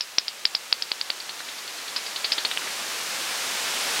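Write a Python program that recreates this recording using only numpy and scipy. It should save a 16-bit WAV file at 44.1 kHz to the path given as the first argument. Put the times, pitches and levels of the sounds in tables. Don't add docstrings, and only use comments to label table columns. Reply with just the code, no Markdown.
import sys
import numpy as np
from scipy import signal
from scipy.fft import rfft, irfft, next_fast_len
from scipy.io import wavfile

SR = 44100
rng = np.random.default_rng(int(sys.argv[2]) if len(sys.argv) > 2 else 0)


def dump(signal):
    limited = np.clip(np.atleast_2d(signal).T, -1, 1)
    pcm = np.round(limited * 32767).astype(np.int16)
    wavfile.write(sys.argv[1], SR, pcm)


N = 176400
LEAD_S = 0.0009


def amp(db):
    return 10 ** (np.asarray(db) / 20)


def unit_rms(x):
    return x / np.sqrt(np.mean(x ** 2) + 1e-20)


def ramp(u):
    return np.sin(np.pi / 2 * np.clip(u, 0, 1)) ** 2


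def filtered(x, response):
    size = next_fast_len(N + SR // 2)
    hz = np.fft.rfftfreq(size, 1 / SR)
    return irfft(rfft(x, size) * response(hz), size)[..., :N]


def coloured(x, curve):
    curve_hz, curve_db = np.transpose(curve)
    return filtered(x, lambda hz: amp(np.interp(np.log(hz + 1), np.log(curve_hz + 1), curve_db)))


def detector_hiss():
    # (time [s], level [dB])
    swell = [(0.0, -41.5), (1.37, -37.5), (2.51, -32.5), (3.11, -30), (3.88, -27), (4.0, -26)]
    # (frequency [Hz], relative level [dB])
    early = [(15, -57), (25, -29.5), (352, -9.5), (527, -4.5), (672, -4), (2030, -2), (2330, -3),
             (2520, -1), (5230, -4), (6850, -6), (15800, -19)]
    middle = [(15, -63), (25, -38), (184, -13.5), (449, -5), (691, -3), (905, -3), (1060, -1.5), (1470, -2),
              (1730, -0.5), (2590, -2), (4450, -1.5), (6660, -5), (13400, -15.5), (15800, -22)]
    late = [(15, -67), (25, -39.5), (211, -11), (361, -8), (542, -3.5), (604, -4.5), (710, -3),
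            (1590, -1.5), (2150, -1.5), (2460, -0.5), (5230, -2.5), (8970, -8.5), (14600, -18.5),
            (15800, -21)]
    colour_times = [0.27, 1.77, 3.6]
    t = np.arange(N) / SR
    noises = [unit_rms(coloured(rng.standard_normal(N), curve)) for curve in (early, middle, late)]
    power_shares = [np.interp(t, colour_times, row) for row in np.eye(3)]
    blend = sum(np.sqrt(share) * noise for share, noise in zip(power_shares, noises))
    return amp(np.interp(t, *np.transpose(swell))) * blend


def beat_note(top_hz, length, foot_db, phase):
    sweep_s, hook_s, hook_hz = 0.000862, 0.00046, 1290
    attack_s, release_s = 0.0018, 0.0014
    t = np.arange(int((LEAD_S + length) * SR)) / SR - LEAD_S
    climb = np.maximum(1 - np.exp(-t / sweep_s), -1)
    hz = top_hz * climb - hook_hz * np.exp((t - length) / hook_s)
    envelope = ramp((t + LEAD_S) / attack_s) * ramp((length - t) / release_s)
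    tilt = amp(foot_db * (1 - np.maximum(climb, 0)))
    return envelope * tilt * np.sin(2 * np.pi * np.cumsum(hz) / SR + phase)


def foliage_echo(when, top_hz, length, foot_db):
    # (time [s], 60 dB decay of close leaves [s], far trees over leaves [dB],
    # build-up of the echo [s], Doppler drop of the beat note [Hz])
    foliage = [(.2, 0.034, 3, 0.0045, 420), (1.1, 0.04, -4, 0.0028, 250), (2.0, 0.079, -7, 0.0017, 40),
               (2.6, 0.051, -13, 0.0012, 0)]
    far_t60 = 0.1
    times, *columns = np.transpose(foliage)
    close_t60, far_db, rise_s, doppler_hz = [np.interp(when, times, column) for column in columns]
    call = beat_note(top_hz - doppler_hz, length, foot_db, phase=0)
    t = np.arange(SR // 5) / SR
    close_leaves = amp(-60 * t / close_t60)
    far_trees = amp(far_db - 60 * t / far_t60)
    scatter = rng.standard_normal(len(t)) * np.hypot(close_leaves, far_trees) * ramp(t / rise_s)
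    echo = signal.fftconvolve(call, scatter)
    return echo * np.linalg.norm(call) / np.linalg.norm(echo)


def bat():
    # (time of zero beat [s], pitch the beat climbs towards [Hz],
    # length after zero beat [s], direct gain [dB], echo gain [dB], foot of the sweep over its top [dB])
    calls = [ (.0075, 5850, 0.0043, -14.5, -22.5, -5), (0.1833, 5946, 0.0043, -7, -21, 1),
             (.2808, 5720, 0.0035, -14.5, -23, -6), (.4528, 5430, .0045, -8, -21.5, 0),
             (.5495, 5450, 0.0047, -12, -23, -2), (.7262, 5450, 0.0036, -6, -22, -2.5),
             (0.822, 5640, 0.0038, -14, -24, -4.5), (0.9167, 5150, 0.0038, -14, -28, 3.5),
             (1.012, 5300, 0.0038, -14.5, -28, -3.5), (1.1017, 4970, 0.0041, -15, -26.5, 4.5),
             (1.2014, 5200, 0.0041, -26, -29, -7), (1.293, 4950, 0.0039, -26.5, -26, 4),
             (1.392, 4500, 0.0047, -35, -30.5, -1), (1.405, 2370, 0.0029, -25, -41, 7.5),
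             (1.4855, 4250, 0.0045, -32, -28, -2), (1.582, 5070, 0.0036, -35, -32, 0),
             (1.6765, 4800, 0.0041, -32, -28, -3), (1.779, 4700, 0.004, -38, -30.5, 0),
             (1.8780, 4800, 0.0041, -34, -26.5, -2), (1.962, 5750, 0.0035, -19.5, -15.5, 2),
             (2.063, 5200, 0.0042, -29, -23.5, 2), (2.1595, 4980, 0.0038, -25, -19, -1),
             (2.2440, 5220, 0.0035, -17.5, -13.5, 2.5), (2.3193, 5400, 0.0044, -13, -12.5, 0),
             (2.3793, 4780, 0.0034, -34, -14, 3.5), (2.4497, 5090, 0.0032, -16, -14, 5),
             (2.5128, 4360, 0.003, -19.5, -21.5, 9), (2.5732, 3910, 0.0028, -12.5, -22, -2.5),
             (2.6205, 2500, 0.0021, -29, -24, 6), (2.672, 3040, 0.003, -25, -22, -1),
             (2.704, 3170, .0020, -31, -30, -2)]
    # (frequency [Hz], gain [dB])
    loudspeaker = [(30, -31), (100, -23), (300, -7.5), (1000, -3), (2500, -0.5), (4500, 1.5), (6000, -1),
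                   (9000, -5)]
    clicks = np.zeros(N + SR)
    for when, top_hz, length, direct_db, echo_db, foot_db in calls:
        call = beat_note(top_hz, length, foot_db, phase=rng.uniform(0, 2 * np.pi))
        echo = foliage_echo(when, top_hz, length, foot_db)
        start = max(0, round((when - LEAD_S) * SR))
        clicks[start:][:len(call)] += amp(direct_db) * call
        clicks[start:][:len(echo)] += amp(echo_db) * echo
    return coloured(clicks[:N], loudspeaker)


def scene():
    detector = bat() + detector_hiss()
    return np.array([detector, detector])


def record(dry):
    band_limit_hz = 15850
    return filtered(dry, lambda hz: hz < band_limit_hz)


dry = scene()
out = record(dry)
dump(out)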